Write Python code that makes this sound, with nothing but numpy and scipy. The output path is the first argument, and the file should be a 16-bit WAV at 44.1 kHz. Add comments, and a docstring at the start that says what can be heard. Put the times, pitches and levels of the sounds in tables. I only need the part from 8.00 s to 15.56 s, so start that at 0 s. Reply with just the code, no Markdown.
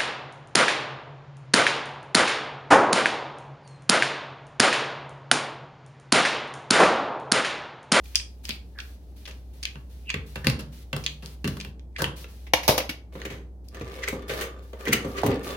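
"""Tightening a terminal screw in a small kitchen

A hand screwdriver tightens a brass terminal screw at the back of a cooker: the bit creaks, ticks and knocks,
and the steel cabinet booms; each is a snap and a chatter of noise that ring a body's resonances.
The tool is put down on the floor with a clatter, then stiff cables bump and creak on the sheet metal
and scrape there as runs of tiny slips. Skin rubs with a soft hiss, and stick-slip squeaks are wobbling tones.
A steady low hum and dull air fill the room; two close microphone ports hear it all, with the room's echo."""
import sys
import numpy as np
from scipy import signal
from scipy.io import wavfile
from scipy.ndimage import uniform_filter1d

SR = 44100
rng = np.random.default_rng(int(sys.argv[2]) if len(sys.argv) > 2 else 0)


def put_to_file(sound):
    """Save the sound as 16-bit audio at rate SR, in the file named by the first command-line argument."""
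    columns = np.atleast_2d(sound).T  # one column per channel
    safe = np.clip(columns, -1, 1)
    whole_steps = np.round(safe * 32767)
    wavfile.write(sys.argv[1], SR, whole_steps.astype(np.int16))


N = 333396

# Limits of the five registers of a contact, cabinet boom, body, clack, ring and edge: limit [Hz]
REGISTERS_HZ = [62, 330, 1200, 3500, 7000, 16000]
# Resonances of the screwdriver and terminal: centre_hz [Hz], width_hz [Hz], lift_db [dB]
TOOL = [(1403, 310, -37.5), (2424, 280, 10), (3314, 57, 7), (4750, 600, 18.5), (5400, 850, 10),
        (6400, 410, 3.5), (9350, 1700, 8.5), (12900, 300, -8.5)]
# Hiss of skin on rubber, also lent to scrapes and crackles: hz [Hz], density_db [dB per Hz, relative]
RUB_COLOUR = [(300, -14.5), (1000, -3.5), (2200, 0), (4500, 1), (7500, -6), (12000, -2.5), (16000, -6.5)]
# A cable is dragged along the edge of the sheet: start_s [s], length_s [s], level_db [dB before later gains]
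SCRAPES = [(5.13, 0.08, -51), (5.73, 0.11, -50), (5.88, 0.73, -49.5), (6.293, 0.12, -39.5),
           (6.77, 0.4, -47), (7.16, 0.25, -44), (7.42, 0.092, -41.5)]
SCRAPE_ATTACK_S, SCRAPE_SAG_DB_PER_S, SCRAPE_RELEASE_S = 0.08, 20, 0.059
PORTS_APART_HZ = 780   # the two ports hear different noise above this


def from_db(db):
    """Decibels to gain."""
    return 10 ** (np.asarray(db) / 20)


def butter(x, hz, kind, order=2):
    """Causal Butterworth filter."""
    safe_hz = np.clip(hz, 10, SR / 2 - 500)
    return signal.sosfilt(signal.butter(order, safe_hz, kind, fs=SR, output="sos"), x)


def at_hz(points, hz, axis=1):
    """Read a table's column on a log-frequency axis."""
    table = np.array(points)
    return np.interp(np.log(hz), np.log(table[:, 0]), table[:, axis])


def rms_one(pair):
    """Scale a stereo pair so that its middle has rms 1."""
    return pair / np.sqrt(np.mean(pair.mean(0) ** 2) + 1e-30)


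def drift(rate):
    """Random wander: straight lines between unit-spread knots, rate of them per second."""
    knots = rng.standard_normal(15000)
    return np.interp(np.arange(N) / SR * rate, np.arange(len(knots)), knots)


def burst(t, rise_s, fall_s):
    """An envelope that swells exponentially up to t = 0 and dies away after it."""
    return np.exp(-abs(t) / (np.where(t < 0, abs(rise_s), abs(fall_s)) + 1e-5))


def strokes(rows, attack_s, sag_db_per_s, release_s):
    """Gain of sliding movements: each swells, sags as it slows, and dies away."""
    gain = np.zeros(N)
    for start_s, length_s, level_db in rows:
        t = np.arange(N) / SR - start_s
        swell = np.clip(t / attack_s + .5, 0, 1) ** 2
        sagging = from_db(level_db - sag_db_per_s * np.maximum(t, 0))
        gain += swell * sagging * np.exp(-np.maximum(t - length_s, 0) / release_s)
    return gain


def port_noise(size):
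    """Noise at two ports: alike in the bass, differing in the treble."""
    mid, side, leak = rng.standard_normal((3, size))
    side = butter(side, PORTS_APART_HZ, "high", order=4) + from_db(-18) * leak
    return np.array([mid + side, mid - side])


def noise_bands(size):
    """Stereo noise in half-octave bands, as (centre Hz, band)."""
    edges = np.geomspace(20, 18000, 21)
    white = port_noise(size), port_noise(size)   # neighbouring bands take turns
    for k, (low, high) in enumerate(zip(edges, edges[1:])):
        yield np.sqrt(low * high), butter(white[k % 2], [low, high], "band")


def coloured_noise(colour):
    """Stereo noise with a given spectrum, rms 1."""
    return rms_one(sum(from_db(at_hz(colour, hz)) * band for hz, band in noise_bands(N)))


def resonate(x, body):
    """Each resonance rings on and lifts its own narrow band; a negative lift is a dip."""
    for hz, width_hz, lift_db in body:
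        r = np.exp(-np.pi * width_hz / SR)
        zeros = np.array([1, 0, -1]) * (1 - r * r) / 2
        poles = [1, -2 * r * np.cos(2 * np.pi * hz / SR), r * r]
        peak = signal.lfilter(zeros, poles, x + 1e-18)
        x = x + (from_db(lift_db) - 1) * peak
    return x


def register_levels(edge_db, edge_follows, click_db, bright_db, thump_db=None, thump_hz=None):
    """A click fills the upper three registers, tilted by brightness; weight adds a thump in the lower two."""
    click = [click_db, click_db + bright_db, click_db + edge_follows * bright_db + edge_db]
    if thump_db is None:
        return click
    skirt_db_per_octave = 6.5   # a thump weakens in the register farther from its pitch
    limits = np.log2(REGISTERS_HZ[:3])
    octaves_off = abs((limits[:-1] + limits[1:]) / 2 - np.log2(thump_hz))
    return [*(thump_db - skirt_db_per_octave * (octaves_off - octaves_off.min())), *click]


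def contacts(rows, body, snap, rough_db, gain_db, edge_db, edge_follows, mass_s=0.0094, swell=False,
             pitch_lift_db=None):
    """Each contact is a snap and a brief chatter that ring the body; levels are rms as if over 10 ms."""
    # The first bounce off the nearby steel: delay_s [s], level_db [dB against the contact's chatter]
    bounce = (0.0034, -20)
    attack_s, thump_q = .0003, 4.7
    size, lead = SR // 2, SR // 10
    t = (np.arange(size) - lead) / SR
    out = np.zeros((2, lead + N + size))
    heavy_s = [mass_s, mass_s / 4, 0, 0, 0]   # the heavy, low registers take longer to stop
    for s, fade_s, *blow in rows:
        levels_db = register_levels(edge_db, edge_follows, *blow)
        modes = body
        if pitch_lift_db is not None:   # the blow also rings at a pitch set by where it lands
            modes = [*body, (blow[-1], blow[-1] / thump_q, pitch_lift_db)]
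        roughness = np.repeat(rng.standard_normal(size), 20)[:size]
        chatter = port_noise(size) * from_db(rough_db * roughness)
        port_lag = rng.integers(0, 7)
        start = max(round(s * SR), 0)
        for k, level_db in enumerate(levels_db, len(heavy_s) - len(levels_db)):
            fall_s = abs(fade_s) + abs(heavy_s[k])
            rise_s = fall_s if swell else attack_s
            envelope = burst(t, rise_s, fall_s)
            envelope = envelope + from_db(bounce[1]) * burst(t - bounce[0], rise_s, fall_s)
            force = rms_one(chatter * envelope) / np.sqrt(size)
            # a slow contact snaps less
            force[[0, 1], [lead + port_lag, lead]] += snap * np.exp(-abs(fade_s) * 100)
            sound = butter(resonate(force, modes), REGISTERS_HZ[k:k + 2], "band", order=3)
            if REGISTERS_HZ[k + 1] < PORTS_APART_HZ:   # long waves reach both ports alike
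                sound = sound.mean(0, keepdims=True)
            level = from_db(level_db + gain_db) * np.sqrt(SR / 100 / size)
            out[:, start:start + size] += level * rms_one(sound)
    return out[:, lead:lead + N]


def hum():
    """A motor drones as one steady sine, a little out of phase at the ports, over a dull rush of air."""
    # Spectrum of the room's air: hz [Hz], density_db [dB per Hz, relative]
    air_colour = [(20, -17.5), (45, -12.5), (60, 3), (78, 3), (110, -9.5), (220, -9), (420, -16.5),
                  (800, -25), (1500, -79), (4000, -49.5), (16000, -56)]
    hum_hz, hum_db, air_db = 61.6, -42, -50.5   # levels are rms
    port_phase = np.array([[0], [0.17]])   # radians
    turns = hum_hz * np.arange(N) / SR + rng.random()
    tone = np.sqrt(2) * np.sin(2 * np.pi * turns + port_phase)
    return from_db(hum_db) * tone + from_db(air_db) * coloured_noise(air_colour)


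def room_response(first_echo_s=0.00064):
    """Dense reflections from floor and cupboards, each noise band dying at its own pace."""
    # The kitchen: hz [Hz], t60_s [s], reverberation_db [dB against the direct sound]
    room = [(100, 0.33, 10), (188, 0.62, 2.5), (595, 0.44, 1.5), (1950, 0.28, -3), (4970, 0.26, -3.5),
            (10300, 0.26, -9), (15800, 0.14, -5.5)]
    size = SR * 3 // 5
    t = np.arange(size) / SR
    response = 0
    for hz, band in noise_bands(size):
        t60 = at_hz(room, hz)
        unit_energy = np.sqrt(2 * np.log(1000) / (t60 * SR))
        decay = np.exp(-np.log(1000) * t / t60)
        response = response + band * decay * unit_energy * from_db(at_hz(room, hz, axis=2))
    return response * np.clip(t / first_echo_s - .5, 0, 1)


def kitchen(x):
    """Sound thrown to the left and to the right finds different paths round the room."""
    return sum(signal.fftconvolve(way[None] / 2, room_response(), axes=1)[:, :N] for way in x)


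def hands(grain_db=-0.5, gain_db=0.5):
    """Skin rubs on rubber with a fine, smooth hiss that swells with every turn of the wrist."""
    # A hand slides over the grip or a cable: start_s [s], length_s [s], level_db [dB before gain_db]
    slides = [(0.035, .17, -57), (0.435, 0.12, -53), (0.78, 0.17, -58.5), (1.16, 0.24, -61.5),
              (1.53, 0.28, -63.5), (1.895, .28, -64), (2.26, 0.18, -58.5), (2.72, .11, -57.5),
              (2.96, .18, -57), (3.245, 0.097, -57), (3.47, 0.22, -57), (4.16, 0.074, -50.5),
              (4.28, .2, -59.5), (5.13, 0.26, -61.5), (5.64, 0.24, -72), (5.915, 0.15, -59),
              (6.28, 0.12, -46), (6.62, 0.34, -65), (6.79, .1, -59.5), (7.07, 0.27, -55.5),
              (7.43, 0.11, -47.5)]
    # the hand gathers speed, then slows
    sliding = strokes(slides, attack_s=0.013, sag_db_per_s=38, release_s=0.015)
    # until 3.7 s the fingers still shift on the handle between turns
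    gripping = from_db(-73) * (np.arange(N) / SR < 3.7)
    fine_grain = from_db(gain_db + grain_db * drift(120))
    return coloured_noise(RUB_COLOUR) * np.hypot(sliding, gripping) * fine_grain


def putting_down(thud_kept_db=-11):
    """Shaft, rubber handle and cord hit the floor, which thuds and stops short; mostly the clack echoes."""
    # The screwdriver lands and rocks; later the heavy cord knocks: time_s [s], fade_s [s, low registers add],
    # click_db [dB before gain], brightness_db [dB], thump_db [dB before gain], thump_hz [Hz]
    landings = [(4.4678, 0.011, -50, -9, -54, 330), (4.5357, 0.0035, -17.5, -5.5, -16.5, 834),
                (4.631, 0.035, -39, -1.5, -47, 250), (4.6795, 0.004, -29.5, 5, -22, 890),
                (4.686, 0.027, -23, 0, -16.5, 494), (4.691, 0.002, -29.5, -6, -16, 382),
                (4.7788, 0.0078, -27.5, 0, -24, 575), (4.802, 0.01, -33, -9, -31.5, 550),
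                (4.893, 0.0094, -31.5, -4.5, -33.5, 170), (7.2338, 0.00053, -45.5, -8, -21.5, 760)]
    # Resonances of the screwdriver on the floor: centre_hz [Hz], width_hz [Hz], lift_db [dB]
    floor = [(114.4, 33, 8), (233, 40, 4.5), (310, 23, 7.5), (501, 78, 5), (633, 230, 6), (940, 43, 3),
             (1260, 630, -3.5), (2200, 710, 11.5), (2710, 130, 1.5), (3850, 260, 0.5), (4960, 1100, 5),
             (7400, 1200, -8.5), (10400, 350, 6.5), (12300, 1500, 10)]
    clatter = contacts(landings, floor, snap=0.49, rough_db=3.0, gain_db=1.5, edge_db=-4.5,
                       edge_follows=1.6, mass_s=0.0002, pitch_lift_db=9)
    thud_kept = from_db(thud_kept_db)
    carried = thud_kept * clatter + (1 - thud_kept) * butter(clatter, 1900, "high", order=1)
    return clatter + kitchen(carried)


def scrapes(smooth_db=-6, hiss_db=-11, grain_db=3, jerk_db=2, shift_db=4):
    """A dragged cable sticks and slips in the clamp; as contact moves, each resonance swells and fades alone."""
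    # Spectrum of the sliding friction: hz [Hz], density_db [dB per Hz, relative]
    slide_colour = [(80, -0.5), (200, 8), (450, 3), (900, -0.5), (2200, -1), (4500, -12.5), (8000, -25),
                    (16000, -50)]
    # Fine, sharp resonances of the cord clamp and its bracket: centre_hz [Hz], width_hz [Hz],
    # lift_db [dB before it wanders]
    clamp = [(397, 55, 7.5), (498, 113, 11.5), (1182, 49, 15), (1450, 34, 13), (1750, 116, 9.5),
             (2148, 91, 10), (2695, 45, 9.5), (3490, 93, 12), (4000, 40, 7), (4420, 50, -1), (5400, 40, 5),
             (7100, 33, 20.5)]
    # a scrape is a run of tiny, nearly equal slips at irregular moments
    slips_per_s, slip_spread_db = 400, -0.5
    drag = strokes(SCRAPES, SCRAPE_ATTACK_S, SCRAPE_SAG_DB_PER_S, SCRAPE_RELEASE_S)
    slip_sizes = from_db(slip_spread_db * np.minimum(rng.exponential(1, N), 5))
    slips = (rng.random(N) < slips_per_s / SR) * slip_sizes
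    grain = uniform_filter1d(slips, size=24)
    grain = from_db(smooth_db) + grain / grain.std()
    grain = grain * from_db(grain_db * drift(150) + jerk_db * drift(25))
    friction = coloured_noise(slide_colour) * grain
    ringing = friction.copy()
    for mode in clamp:
        ringing += (resonate(friction, [mode]) - friction) * from_db(shift_db * drift(9.9))
    hiss = rms_one(coloured_noise(RUB_COLOUR) * grain)
    return drag * (rms_one(ringing) + from_db(hiss_db) * hiss)


def crackles(gain_db=-10):
    """A jacket catches and lets go: sparse, nearly equal ticks at irregular moments ride on every scrape."""
    ticks_per_s, spread_db = 36, 0.5
    drag = strokes(SCRAPES, SCRAPE_ATTACK_S, SCRAPE_SAG_DB_PER_S, SCRAPE_RELEASE_S)
    sizes = from_db(spread_db * np.minimum(rng.exponential(1, N), 3))
    ticks = (rng.random(N) < ticks_per_s / SR) * sizes
    flecks = uniform_filter1d(ticks, size=40) * coloured_noise(RUB_COLOUR)
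    return from_db(gain_db) * drag * rms_one(butter(flecks, [900, 7000], "band", order=1))


def sheet_shimmer(x, count=70, t60_s=0.062, gain_db=-3):
    """Between its main resonances the thin steel has many fine modes that ring on together."""
    t = np.arange(SR // 2) / SR
    modes_hz = np.geomspace(380, 7500, count) * from_db(.2 * rng.standard_normal(count))
    ringing = np.sin(2 * np.pi * modes_hz[:, None] * t) * np.sqrt(modes_hz[:, None])
    response = ringing.sum(0) * np.exp(-np.log(1000) * t / t60_s)
    response = response / np.sqrt(np.sum(response ** 2) * SR / 2 / np.ptp(modes_hz))
    return from_db(gain_db) * signal.fftconvolve(x, response[None], axes=1)[:, :N]


def cables():
    """Stiff cables bump, creak and slide against the steel sheet, which shimmers."""
    # Cables bump on the sheet metal: time_s [s], fade_s [s, low registers add], click_db [dB before gain],
    # brightness_db [dB], thump_db [dB before gain], thump_hz [Hz]
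    bump_rows = [(5.153, 0.01, -45, -12, -34.5, 284), (5.2171, 0.0014, -36, -11.5, -56, 400),
                 (5.2516, 0.0099, -33, -6, -34, 294), (5.3005, 0.04, -35.5, -7, -34, 255),
                 (5.7459, 0.0082, -43.5, -5.5, -44, 310), (5.8105, 0.0066, -40, -8.5, -30.5, 278),
                 (6.0847, 0.0033, -28.5, -3.5, -32.5, 430), (6.1265, 0.02, -42, -4.5, -27.5, 284),
                 (6.2945, 0.022, -27.5, -9.5, -26.5, 420), (6.41, 0.025, -28.5, -4, -33.5, 500),
                 (6.7317, 0.0066, -48.5, -6, -35.5, 620), (6.854, 0.0065, -37, -5, -38, 450),
                 (6.8735, 0.0053, -29.5, -11, -26.5, 316), (6.891, 0.0047, -50, -4, -21, 188),
                 (6.933, 0.0097, -51, -11, -24.5, 244), (7.0455, 0.023, -39.5, -6, -24.5, 260),
                 (7.235, 0.026, -33, -6, -17.5, 286), (7.2635, 0.0064, -29, -3.5, -21, 238),
                 (7.285, 0.028, -37, -22, -18.5, 253), (7.3129, 0.017, -31.5, -22, -24, 468)]
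    # Jackets creak in the opening: time_s [s], swell_and_fade_s [s], click_db [dB before gain],
    # brightness_db [dB]
    creak_rows = [(6.038, 0.0064, -29, -8), (6.079, 0.0032, -33.5, -5), (6.884, 0.0071, -28, -5),
                  (6.933, 0.0043, -20, -0.5), (7.186, 0.011, -30, -5.5)]
    # Resonances of the steel back sheet: centre_hz [Hz], width_hz [Hz], lift_db [dB]
    sheet = [(103, 7.7, 8), (140, 31, 9.5), (223, 54, 7.5), (316, 30, 0.5), (403, 21, 7), (489, 82, 15.5),
             (560, 52, 2), (1190, 40, -2), (1460, 28, 0), (1910, 250, 6.5), (2210, 170, 1.5),
             (3520, 160, -26.5), (4750, 900, 7), (6200, 79, 11)]
    bumps = contacts(bump_rows, sheet, snap=1.0, rough_db=2, gain_db=-4.5, edge_db=7.5,
                     edge_follows=3.1, mass_s=0.0027, pitch_lift_db=8)
    creaks = contacts(creak_rows, sheet, snap=0, rough_db=-2.5, gain_db=-3.5, edge_db=-1.0,
                      edge_follows=2.7, swell=True)
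    slide = from_db(-5.0) * scrapes()
    shimmer = sheet_shimmer(from_db(7.5) * slide + from_db(-10) * bumps)
    return bumps + creaks + slide + crackles() + shimmer


def squeaks(gain_db=-2, wobble=.11):
    """Brass and cable jackets stick and slip: each rasps a short note of rough pitch and level."""
    # Squeaks: time_s [s], swell_s [s, the fade takes half], pitch_hz [Hz before wobble],
    # level_db [dB before gain_db]
    notes = [(0.792, 0.013, 1673, -39), (2.1, 0.012, 2620, -30), (2.448, 0.003, 1870, -25),
             (3.965, 0.0034, 2080, -30), (4.008, 0.0052, 1640, -25), (6.037, 0.0047, 2070, -25),
             (6.08, 0.0021, 2180, -21), (6.872, 0.0053, 2000, -25), (6.933, 0.0059, 2144, -16),
             (6.939, 0.0067, 2850, -22)]
    t = np.arange(N) / SR
    wobbling_t = np.cumsum(1 + wobble * drift(1600)) / SR
    out = np.zeros((2, N))
    for s, swell_s, hz, level_db in notes:
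        port_phase = rng.uniform(-1, 1, (2, 1))
        tone = np.sqrt(2) * np.sin(2 * np.pi * hz * wobbling_t + port_phase)
        out += from_db(level_db + gain_db) * burst(t - s, swell_s, swell_s / 2) * tone
    return out * from_db(5 * drift(300))


def ticking(room_db=-2):
    """Small dry metal ticks close by, nearly all from the bit in the screw head, ring the tool."""
    # Light ticks, with one faint late tick near the cables: time_s [s], fade_s [s],
    # click_db [dB before gain], brightness_db [dB]
    tick_rows = [(0.056, .006, -47, -4), (0.156, 0.0012, -23, 8.5), (0.1605, 0.00086, -25.5, -2),
                 (0.199, 0.0014, -31, -8), (0.4525, 0.0037, -37.5, 3.5), (0.4915, 0.0047, -28.5, -2.5),
                 (0.511, 0.00077, -34, -18), (0.531, .002, -58, -7), (0.788, 0.0023, -35.5, -12),
                 (0.801, .002, -34.5, -4.5), (1.2546, 0.0034, -36, -3.5), (1.3095, 0.011, -43, -1.5),
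                 (1.6288, 0.0041, -31, 4), (1.6527, 0.0016, -23, -1), (2.0935, 0.00066, -37, -5),
                 (2.1025, 0.0028, -21.5, -5.5), (3.0391, 0.0069, -37, 3.5), (3.0635, 0.0054, -17.5, -5.5),
                 (3.2601, 0.00021, -46, 8.5), (3.6003, 0.0088, -29, -1.5), (3.795, 0.0014, -55.5, 1),
                 (5.6846, 0.0007, -62.5, 15.5)]
    ticks = contacts(tick_rows, TOOL, snap=0.57, rough_db=8.0, gain_db=-6.0, edge_db=-14.0, edge_follows=1.6)
    return ticks + from_db(room_db) * kitchen(ticks)


def screwdriver():
    """The bit creaks as it takes up the load, and seats or slips and shakes the cabinet."""
    # Creaks: time_s [s], swell_and_fade_s [s], click_db [dB before gain], brightness_db [dB]
    creak_rows = [(0.149, 0.00077, -45, -4), (0.5, 0.01, -35, -9), (3.965, 0.002, -47.5, -8.5),
                  (4.006, 0.017, -46.5, 0.5)]
    # Knocks: time_s [s], fade_s [s, low registers add], click_db [dB before gain], brightness_db [dB],
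    # thump_db [dB before gain], thump_hz [Hz, only weighs the two low registers]
    knock_rows = [(0.4912, 0.0011, -44.5, 1, -42, 213), (1.2756, 0.016, -47.5, -4.5, -50.5, 500),
                  (1.756, 0.0015, -53, -12, -44.5, 188), (2.1416, 0.0021, -35, -10.5, -32.5, 195),
                  (2.357, 0.0058, -41, -7, -38.5, 262), (2.4445, 0.011, -45.5, -3, -34, 171),
                  (2.4695, 0.0015, -24.5, -6, -21, 182), (2.4993, 0.00076, -38.5, -2.5, -45.5, 400),
                  (2.5911, 0.018, -47, -1.5, -41, 234), (2.9298, 0.0031, -36, -8, -31.5, 217),
                  (2.9643, 0.0024, -45, 0, -36, 236), (3.2237, 0.025, -51.5, -4, -42, 194),
                  (3.4437, 0.0077, -37.5, -6.5, -26.5, 140), (3.4756, 0.0066, -40, -1.5, -32.5, 187),
                  (3.5689, 0.0036, -53, -2, -47.5, 450), (3.6487, 0.0012, -48, -5.5, -42.5, 167),
                  (3.9839, 0.027, -41, -4, -35, 278), (4.0195, 0.0027, -40.5, 3.5, -31, 322),
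                  (4.042, 0.0031, -31.5, -9, -38, 620), (4.2434, 0.0018, -49, -9.5, -50, 610)]
    # Resonances of the terminal block on its panel: centre_hz [Hz], width_hz [Hz], lift_db [dB]
    block = [(71, 15, 12.5), (800, 260, -3.5), (146.5, 20, 17), (226, 36, 5.5), (463, 150, 10),
             (1410, 94, -3), (1660, 380, 12), (2085, 310, 7), (2720, 180, 13.5), (3200, 250, 2.5),
             (4480, 1500, 11), (9850, 440, 10.5), (12200, 240, 9.5)]
    creaks = contacts(creak_rows, TOOL, snap=0, rough_db=8, gain_db=5.0, edge_db=-9.5,
                      edge_follows=1.6, swell=True)
    knocks = contacts(knock_rows, block, snap=0.41, rough_db=3.5, gain_db=4.5, edge_db=-4.0,
                      edge_follows=1.62, mass_s=0.013)
    return creaks + knocks


def scene():
    """The work, its echo in the kitchen, and the hum."""
    work = screwdriver() + squeaks() + cables() + hands()
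    return work + kitchen(work) + ticking() + putting_down() + hum()


def record(dry, left_treble_db=5.0):
    """The left port is brighter and the right duller; peaks are rounded and the top is cut."""
    treble = butter(dry, 16000, "high", order=1)
    heard = dry + treble * (from_db([[left_treble_db], [-left_treble_db]]) - 1)
    top_cut = signal.ellip(10, .2, 80, 16000, fs=SR, output="sos")
    return signal.sosfilt(top_cut, np.tanh(heard))


dry = scene()
out = record(dry)
put_to_file(out)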